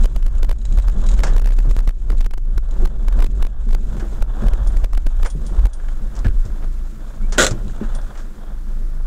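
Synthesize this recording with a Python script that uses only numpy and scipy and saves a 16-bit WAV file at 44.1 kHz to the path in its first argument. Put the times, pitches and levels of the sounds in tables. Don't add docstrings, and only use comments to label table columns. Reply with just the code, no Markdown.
import sys
import numpy as np
from scipy import signal
from scipy.fft import rfft, irfft, next_fast_len
from scipy.io import wavfile
from scipy.ndimage import uniform_filter1d, minimum_filter1d

SR = 44100
rng = np.random.default_rng(int(sys.argv[2]) if len(sys.argv) > 2 else 0)


def generate_wav(signal):
    frames = np.transpose(np.atleast_2d(signal))
    scaled = np.clip(frames, -1, 1) * 32767
    pcm = np.round(scaled).astype(np.int16)
    wavfile.write(sys.argv[1], SR, pcm)


N = 399546
TIME = np.arange(N) / SR
# [f/Hz, relative level/dB per Hz]
TICK_SPECTRUM = [(1200, -46), (3300, -0.5), (4300, -0.5), (5300, 4), (7200, 4), (9000, -6), (12000, -24),
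                 (16000, -37)]


def undb(db):
    return 10 ** (np.asarray(db) / 20)


def curves(table):
    s, *columns = np.transpose(table)
    return [np.interp(TIME, s, c) for c in columns]


def colour(x, spectrum):
    hz, db = np.transpose(spectrum)
    size = next_fast_len(len(x))
    f_hz = np.maximum(np.arange(size // 2 + 1) * SR / size, 1)
    gain = undb(np.interp(np.log(f_hz), np.log(hz), db))
    y = irfft(rfft(x, size) * gain, size)[:len(x)]
    return y / y.std()


def noise(spectrum):
    return colour(rng.standard_normal(N), spectrum)


def walk(rate_hz):
    hold = max(int(SR / rate_hz), 1)
    steps = np.repeat(rng.standard_normal(N // hold + 1), hold)
    slewed = uniform_filter1d(uniform_filter1d(steps, hold), hold)
    return 1.4 * slewed[:N]


def fades(times_s, dbs, t60s):
    power, t = np.zeros(N), TIME[:SR // 2]
    for s, db, t60_s in np.broadcast(times_s, dbs, t60s):
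        i = max(int(s * SR), 0)
        decay = np.exp(-2 * np.log(1000) * t / t60_s)
        power[i:i + len(t)] += (undb(db) ** 2 * decay)[:N - i]
    return np.sqrt(power)


def ring(blows, modes):
    out, t = np.zeros(N), TIME[:SR // 3]
    hz, mode_db, t60_s = np.transpose(modes)[:, :, None]
    tones = undb(mode_db) * np.exp((2j * np.pi * hz - np.log(1000) / t60_s) * t)
    for s, db in blows:
        i = int(s * SR)
        phases = np.exp(2j * np.pi * rng.random(len(modes)))
        contact = phases * undb(db + rng.standard_normal(len(modes)))
        out[i:i + len(t)] += (contact @ tones).imag[:N - i]
    return out


def grains(rate_hz, spread_db, t60_s):
    chance = rng.random((2, N))
    power = (chance[0] < rate_hz / SR) * undb(2 * spread_db * chance[1])
    power = signal.lfilter([1], [1, -np.exp(-2 * np.log(1000) / (t60_s * SR))], power)
    return np.sqrt(power / power.mean())


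def rush():
    # [f/Hz, relative level/dB per Hz]
    cabin_spectrum = [(140, -45), (230, -8.5), (310, 1), (409, -19.5), (455, -11.5), (931, -25),
                      (1020, -16.5), (1190, -17.5), (1390, -13.5), (1910, -21), (3000, -29), (3840, -28),
                      (4900, -27.5), (6150, -28.5), (15000, -33.5)]
    return noise(cabin_spectrum) * undb(-50 + .5 * walk(6.4))


def squeak(at_s=7.242, hz=2250, db=-52, width_s=0.027, rise_hz_per_s=3500):
    glide_hz = hz + rise_hz_per_s * (TIME - at_s)
    phase = 2 * np.pi * np.cumsum(glide_hz * (1 + 0.0096 * walk(149.7))) / SR
    return undb(db) * np.exp(-((TIME - at_s) / width_s) ** 2) * np.sin(phase)


def keys():
    # [t/s, level/dB]
    touches = [(4.672, -42), (5.262, -32), (5.301, -36), (5.465, -42.5), (5.733, -37), (7.949, -40)]
    # [f/Hz, relative level/dB, t60/s]
    key_modes = [(3360, -9.5, 0.098), (6379, -30, .16), (7740, -41, .07), (8400, -16, 0.28),
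                 (9200, -0.5, 0.12), (10900, -21, .1), (15200, -23, .1)]
    s, db = np.transpose(touches)
    return ring(touches, key_modes) + noise(TICK_SPECTRUM) * fades(s, db, t60s=0.079)


def clatter():
    # [t/s, level/dB, t60/s]
    jolts = [(1.265, -30, 0.22), (4.002, -33.5, 0.12), (4.418, -40, 0.12), (5.796, -40.5, 0.13),
             (5.845, -44, 0.068), (5.885, -38, 0.099), (5.94, -48, 0.072), (6.246, -29.5, 0.18),
             (6.26, -36, .1), (7.348, -33.5, .14), (7.694, -42.5, .1), (7.835, -38.5, 0.16),
             (8.175, -39.5, .16), (8.194, -40, 0.12)]
    # [f/Hz, relative level/dB per Hz]
    buzz_spectrum = [(400, 1), (1000, -18), (1300, -0.5), (1700, 3.5), (2100, -18.5), (3200, -12.5),
                     (4200, -26), (7500, -25), (12000, -47)]
    s, db, t60_s = np.transpose(jolts)
    contacts = grains(rate_hz=800, spread_db=4, t60_s=.02)
    return noise(buzz_spectrum) * contacts * fades(s, db, t60_s)


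def scuffs(gain_db=3.5):
    # [t of middle/s, level before gain_db/dB, Gaussian half length/s]
    patches = [(1.65, -43, 0.075), (2.12, -36, .03), (2.78, -42.5, 0.12), (3.194, -37, 0.063),
               (3.95, -41.5, 0.047), (4.047, -41.5, 0.026), (4.142, -43.5, .03), (4.35, -43.5, 0.079),
               (4.437, -35.5, 0.035), (4.537, -40, 0.041), (4.84, -44, 0.15), (5.578, -41.5, 0.072),
               (5.8, -47, 0.069), (6.19, -41.5, 0.045), (6.64, -39.5, .02), (7.828, -39.5, 0.027)]
    # [f/Hz, relative level/dB per Hz]
    scrub_spectrum = [(150, 6), (330, 11), (550, 5), (900, 0.5), (1500, -5.5), (2300, -22), (4000, -27),
                      (7500, -26), (12000, -43)]
    swell = sum(undb(db + gain_db) * np.exp(-((TIME - s) / half_s) ** 2) for s, db, half_s in patches)
    stones = grains(rate_hz=200, spread_db=9, t60_s=.04)
    return noise(scrub_spectrum) * stones * swell


def taps(gap_s=0.025, jitter_s=0.0013, fade_db=22, scatter_db=2):
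    # [t of middle/s, mean level there/dB, reach before and after/s]
    bursts = [(0.034, -31.5, .02), (.38, -40, .01), (.585, -37, .01), (.616, -33.5, .01), (.651, -27, .01),
              (.722, -33.5, .06), (0.822, -36, .05), (.975, -42.5, .01), (1.089, -26.5, .11),
              (1.335, -37, .02), (1.529, -37, .02), (2.18, -39, .02), (2.71, -37.5, .05), (7.68, -44, .03)]
    rows = []
    for s, db, reach_s in bursts:
        each_side = int(reach_s / gap_s)
        for offset_s in gap_s * np.arange(-each_side, each_side + 1):
            late, harder = rng.standard_normal(2)
            tap_s = max(s + offset_s + jitter_s * late, 0)
            tap_db = db - fade_db * abs(offset_s) / reach_s + scatter_db * harder
            rows.append((tap_s, tap_db))
    return rows


def trim(ring_db=-4, fret_db=-7.5, tap_db=-3.0):
    # [f/Hz, relative level/dB per Hz]
    plastic_spectrum = [(800, 5), (1600, -3.5), (2600, 2.5), (3500, 2), (3900, 3), (4400, -2.5), (5500, -2),
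                        (7000, 6), (8500, -0.5), (10500, -12.5), (15000, -46)]
    # [f/Hz, relative level/dB, t60/s]
    panel_modes = [(3900, -3, 0.034), (3940, -5, 0.029), (6640, -13, 0.046), (6900, -5, 0.047),
                   (7300, -17, 0.066)]
    # [t/s, level before fret_db/dB]
    rustle = [(0, -41), (0.3, -48.5), (0.7, -45), (0.95, -42), (1.12, -37), (1.4, -51.5), (1.6, -41),
              (2.5, -54), (3.3, -44.5), (4.3, -50), (4.8, -48.5), (5.9, -50.5), (6.7, -54.5), (7.7, -48.5),
              (8.5, -58)]
    fret = grains(rate_hz=120, spread_db=7, t60_s=0.083) * undb(curves(rustle)[0] + fret_db)
    blows = taps()
    s, db = np.transpose(blows)
    rasp = noise(plastic_spectrum) * np.hypot(fret, fades(s, db + tap_db, t60s=0.037))
    return rasp + undb(ring_db) * ring(blows, panel_modes)


def knocks(tick_share=0.56):
    # [t/s, clack level/dB, tick level/dB, ring level/dB, clack t60/s]
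    hits = [(1.235, -19.5, -23.5, -15.5, 0.15), (1.267, -30, -35.5, -40, 0.25),
            (3.997, -38.5, -45, -41, 0.18), (5.252, -20, -33, -28, .06), (5.259, -20.5, -32, -21, 0.1),
            (5.886, -47, -54, -41, 0.045), (6.153, -48, -45, -50, .06), (6.164, -40.5, -41, -57, 0.1),
            (6.19, -44, -39, -57, 0.068), (6.246, -35, -51, -39, 0.13), (6.452, -46, -46.5, -56, 0.22),
            (6.626, -40.5, -67, -52, .16), (7.323, -30, -30.5, -36, 0.22), (7.377, -24, -37, -38, .08),
            (7.509, -29, -31, -50, 0.13), (7.807, -41.5, -61, -49, 0.4), (8.015, -58, -50, -56, 0.1),
            (8.153, -36, -54, -51, 0.095), (8.174, -44, -48, -52, 0.44)]
    # [f/Hz, relative level/dB, t60/s]
    knock_modes = [(542, -22, 0.12), (820, -6, 0.052), (1643, -3, 0.036), (2140, -3.5, 0.031)]
    # [f/Hz, relative level/dB per Hz]
    clack_spectrum = [(150, -2), (550, 10), (900, 6), (1500, 3.5), (2100, -4), (2800, -9.5), (5000, -21),
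                      (12000, -62)]
    s, clack_db, tick_db, ring_db, t60_s = np.transpose(hits)
    clacks = noise(clack_spectrum) * fades(s, clack_db, t60_s)
    ticks = noise(TICK_SPECTRUM) * fades(s, tick_db, tick_share * t60_s)
    return ring(zip(s, ring_db), knock_modes) + clacks + ticks


def handbrake(noise_db=-6.5, ring_db=-6, ring_fade_db=-5, snap_db=0, snap_t60_s=0.0045,
              tail_db=-10, tail_t60_s=0.098, count=12):
    # [f/Hz, relative level/dB per Hz]
    ratchet_spectrum = [(60, 14), (130, 7), (400, 10.5), (650, 9), (900, -0.5), (1500, 8.5), (2400, -0.5),
                        (3500, 3.5), (5000, -3), (7200, 7.5), (8800, -4), (12000, -18), (16000, -42)]
    # [f/Hz, relative level/dB, t60/s]
    lever_modes = [(366, -7, .1), (450, -8, .06), (524, -7.5, .13), (607, -7, .13), (1168, -11, .09),
                   (1233, -11, .09), (1358, -7, .08), (1421, -5, .08), (1472, -1, .09), (1595, -6, .07),
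                   (1920, -8, .07), (3540, -11, .07), (3980, -10, .07), (6877, -10, .08), (7310, -10, .08),
                   (7711, -14, .08)]
    pull_at_s, pull_s, slowing = 7.382, .084, 1.7
    tooth_db, tooth_fade_db, rasp_t60_s = -7.5, 0, .032
    pawl_start_hz, pawl_end_hz, pawl_t60_s, pawl_db = 3210, 4090, 0.044, -12
    travel = np.linspace(0, 1, count)
    s = pull_at_s + pull_s * (1 - (1 - travel) ** (1 / slowing))
    db = tooth_db + tooth_fade_db * travel ** 2
    rasp = np.hypot(fades(s, db + noise_db, rasp_t60_s), fades(s, db + tail_db, tail_t60_s))
    rasp = np.hypot(rasp, fades(s, db + snap_db, snap_t60_s))
    pawl_hz = pawl_start_hz + (pawl_end_hz - pawl_start_hz) * np.sin(np.pi / 2 * travel) ** 2
    pawl = sum(ring([tooth], [(hz, pawl_db, pawl_t60_s)]) for tooth, hz in zip(zip(s, db), pawl_hz))
    lever = ring(zip(s, db + ring_db + ring_fade_db * travel ** 2), lever_modes)
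    return noise(ratchet_spectrum) * rasp + pawl + lever


def tyres(grumble_db=-0.5, lumps_db=3.0, grit_full_load_db=-20, grit_db_per_db=0.84, patches_db=3.23):
    # [t/s, load/dB]
    tyre_load = [(0, -30), (0.3, -30), (0.7, -30.5), (1.0, -31.5), (1.25, -24.5), (1.6, -32), (2.1, -34),
                 (2.45, -37), (2.75, -29.5), (3.0, -31.5), (3.25, -28.5), (3.85, -33), (4.45, -33),
                 (5.1, -37), (5.6, -37), (6.9, -41), (7.55, -30.5), (8.4, -43)]
    # [f/Hz, relative level/dB per Hz]
    grumble_spectrum = [(40, 9.5), (80, 3), (125, 7.5), (170, -1.5), (210, 6.5), (280, -11.5), (360, -5),
                        (480, -14), (650, -17), (1000, -49), (3000, -61)]
    crunch_spectrum = [(250, -9), (550, 11), (900, 5.5), (1150, 5), (1650, 2), (2300, -24), (3500, -7),
                       (8000, -73)]
    load_db, = curves(tyre_load)
    grumble = noise(grumble_spectrum) * undb(grumble_db + load_db + lumps_db * walk(25))
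    grit_db = grit_full_load_db + grit_db_per_db * load_db + patches_db * walk(11)
    grit = grains(rate_hz=200, spread_db=8.5, t60_s=0.07) * undb(grit_db)
    return grumble + noise(crunch_spectrum) * grit


def thumps(shell_db=-5, shell_t60_s=0.2, mount_s=0.0035, thump_t60_s=0.15, overtone=1.85, overtone_db=-8):
    # [t/s, pitch of struck part/Hz, level/dB]
    blows = [(1.24, 128, -36), (1.67, 120, -17), (2.1, 216.4, -20), (2.521, 195, -27), (2.825, 367, -25.5),
             (3.665, 219, -22), (4.021, 343, -27.5), (4.421, 216, -19), (5.348, 150, -20.5),
             (5.512, 171, -27), (6.245, 379, -27), (6.255, 89.4, -9.5), (6.449, 99.7, -23.5),
             (6.631, 390, -37), (7.385, 259, -19), (7.508, 117, -14.5), (7.81, 217.6, -17)]
    # [f/Hz, relative level/dB per Hz]
    thud_spectrum = [(30, 15), (70, 15.5), (120, -12), (180, -2), (330, 6), (500, -7.5), (900, -32),
                     (3000, -78)]
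    s, _, thud_db = np.transpose(blows)
    out = noise(thud_spectrum) * uniform_filter1d(fades(s, thud_db + shell_db, shell_t60_s), size=200)
    t = TIME[:SR // 2]
    swell = (1 - np.exp(-t / mount_s)) * np.exp(-np.log(1000) * t / thump_t60_s)
    for start_s, hz, db in blows:
        i = int(start_s * SR)
        upper = undb(overtone_db) * swell * np.sin(2 * np.pi * overtone * hz * t)
        tone = np.sin(2 * np.pi * hz * t) + upper
        out[i:i + len(t)] += (undb(db) * np.sqrt(2) * swell * tone)[:N - i]
    return out


def engine():
    orders = [(1, 0), (2, -17.5), (3, -60), (4, -50), (5, -54), (6, -32.5), (8, -34.5), (9, -41), (12, -63),
              (13, -45.5)]
    # [t/s, mean firing rate/Hz]
    firing = [(0, 31.5), (1.8, 33.29), (2.4, 26.94), (6.3, 25.13), (6.7, 26.8), (7.1, 25.76), (7.8, 26.78),
              (9.05, 25.67)]
    # [t/s, rms level of firing tone/dB]
    drone_level = [(0, -21.5), (1.8, -17.5), (6.4, -21.5), (6.55, -23.5), (6.68, -15), (7.08, -30),
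                   (7.26, -13), (7.45, -24), (7.84, -26), (8.02, -18), (8.2, -32.5), (8.7, -18.5),
                   (9.05, -17)]
    (hz,), (db,) = curves(firing), curves(drone_level)
    phase = 2 * np.pi * np.cumsum(hz * (1 + 0.0136 * walk(14))) / SR
    out = np.sin(phase)
    for order, order_db in orders[1:]:
        overtone = np.sin(round(order) * phase + 2 * np.pi * rng.random())
        out = out + undb(order_db + 3.4 * walk(14.0)) * overtone
    return np.sqrt(2) * out * undb(db)


def body(drone, attack_s=0.0144, release_s=0.0143, uneven_db=1.65, damping_db_per_s=26):
    # [f/Hz, relative level/dB per Hz]
    boom_spectrum = [(10, -11), (20, -4), (27, 3.5), (36, -5.5), (45, -5), (55, -19.5), (72, -35),
                     (110, -27.5), (170, -57), (400, -99)]
    # [t/s, level/dB]
    sway_level = [(0, -9.5), (0.85, -9), (1.1, -12.5), (1.9, -10.5), (2.3, -8), (2.6, -12.5), (3.0, -12),
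                  (3.55, -9.5), (4.0, -17), (4.6, -12), (5.3, -15), (5.9, -24.5), (6.35, -14.5), (6.9, -35),
                  (7.6, -17), (8.4, -28.5), (9.05, -34)]
    # [t/s, mean peak pressure/dB, length/s, swing f/Hz]
    lane_bumps = [(0.058, 0, 0, 30.5), (0.163, 0.5, 0, 31.4), (0.266, 3.5, 0.0072, 26.5),
                  (0.354, -2, 0.0047, 41), (0.431, 2, 0.013, 29.1), (0.494, 3, 0.022, 26.6),
                  (0.745, -2, 0, 34), (0.787, 2, 0.012, 41.3), (0.883, 1, 0.017, 31.2),
                  (1.147, -1, 0.00069, 38.7), (1.193, 1, 0.0095, 39.4), (1.366, 1, 1, 32),
                  (1.42, 2, 0.000073, 28.5), (1.589, 0.5, 0.019, 30.5), (1.713, 0, 0.0017, 29.6),
                  (1.738, -3.5, 0, 24), (1.791, 1.5, 0.0036, 28.9), (1.892, 2.5, 0.004, 28),
                  (1.942, 0, 0.0019, 26.5), (2.104, 0, 0.023, 32.8), (2.211, 3, 0.004, 23.5),
                  (2.265, 3, 0, 24), (2.311, -1, 0, 24.3), (2.339, 0.5, 0.014, 22.35), (2.379, 0, 0, 24),
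                  (2.58, 0.5, 0.0052, 27.6), (2.795, -3, 0.007, 26), (2.835, -3, 0.027, 26),
                  (2.856, 4.5, 0.0083, 22), (3.085, -0.5, 0.00034, 31.3), (3.127, -1, 0.0042, 32.3),
                  (3.191, -2, 0.022, 36), (3.225, -1.5, 0.0019, 25), (3.245, 3, 0.0069, 25.7),
                  (3.427, 1.5, 0, 21.8), (3.45, 5, 0.0112, 22.6), (3.691, 0, 0.033, 28.9),
                  (3.732, 1.5, 0.016, 29), (4.224, .5, 0.0018, 24), (4.47, -0.5, 0.01, 33.8),
                  (4.536, 1.5, 0.0035, 35.3), (4.682, -3.5, 0, 30), (4.771, -0.1, 0.0054, 29.8),
                  (4.844, 3, 0.0015, 28.3), (4.933, 0, 0.027, 27), (4.976, -1, 0.0026, 24.7),
                  (5.068, 0, 0.0067, 24), (5.232, -.5, 0.012, 24.7), (5.594, -2, 0.012, 42.5),
                  (5.657, 0.5, 0.0049, 37), (6.269, -2.5, 0.0039, 40), (6.282, -1.5, 0.0021, 38.02),
                  (6.308, -2, 0.0035, 26), (6.372, -5, 0.043, 25.5)]
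    sway = signal.hilbert(noise(boom_spectrum))
    sway = sway.real / np.sqrt(uniform_filter1d(np.abs(sway) ** 2, size=1500) + 0.3)
    pressure = drone + sway / sway.std() * undb(curves(sway_level)[0])
    uneven = uneven_db * walk(40)
    for s, db, length_s, hz in lane_bumps:
        near = slice(max(int((s - .1) * SR), 0), int((s + .4) * SR))
        t = TIME[near] - s
        before, after = np.minimum(t, 0), np.maximum(t - length_s, 0)
        grip = np.exp(-(before / attack_s) ** 2 - (after / release_s) ** 2)
        peak_db = db + uneven[near] - damping_db_per_s * np.maximum(t, 0)
        peak = np.sign(pressure[int(s * SR)]) * undb(peak_db)
        pressure[near] += (peak * np.cos(2 * np.pi * hz * t) - pressure[near]) * grip
    return pressure


def scene():
    small_parts = squeak() + keys() + clatter() + trim() + knocks() + handbrake()
    ride = scuffs() + tyres() + thumps() + body(engine())
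    return (rush() + small_parts + ride)[None]


def limiter(x, ceiling_db=-3.5, dive_db_per_db=1.554, release_db_per_s=43, crest_db=1.4, hunts_per_s=1400,
            slip_db=0.24, slips_per_s=45, block=25, gain_step_db=1.55, step_relax_s=.0004, full_scale=.72):
    blocks = np.pad(x, (0, -N % block)).reshape(-1, block)
    level_db = 20 * np.log10(np.abs(blocks).mean(axis=1) + 1e-9)
    over_db = np.repeat(np.maximum(level_db - ceiling_db, 0), block)[:N]
    recovery_db = release_db_per_s * TIME
    cut_db = np.maximum.accumulate(dive_db_per_db * over_db + recovery_db) - recovery_db
    crest = -minimum_filter1d(-over_db, size=675)
    at_crest = (over_db > 0) & (over_db > crest - crest_db)
    chance, jump = rng.random(N) * SR, rng.standard_normal(N)
    width = np.tanh(0.11 + over_db / 4)
    hunts = gain_step_db * (at_crest & (chance < hunts_per_s)) * width * np.sign(jump)
    slips = slip_db * ((cut_db > 1) & (chance < slips_per_s)) * jump
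    steps_db = signal.lfilter([1], [1, -np.exp(-1 / (step_relax_s * SR))], hunts + slips)
    gain = undb(-uniform_filter1d(cut_db, size=350) - steps_db)
    return np.clip(x * gain, -full_scale, full_scale)


def record(dry, top_hz=15600):
    low_pass = signal.ellip(10, .2, 80, top_hz, fs=SR, output="sos")
    return signal.sosfilt(low_pass, limiter(dry[0]))[None]


dry = scene()
out = record(dry)
generate_wav(out)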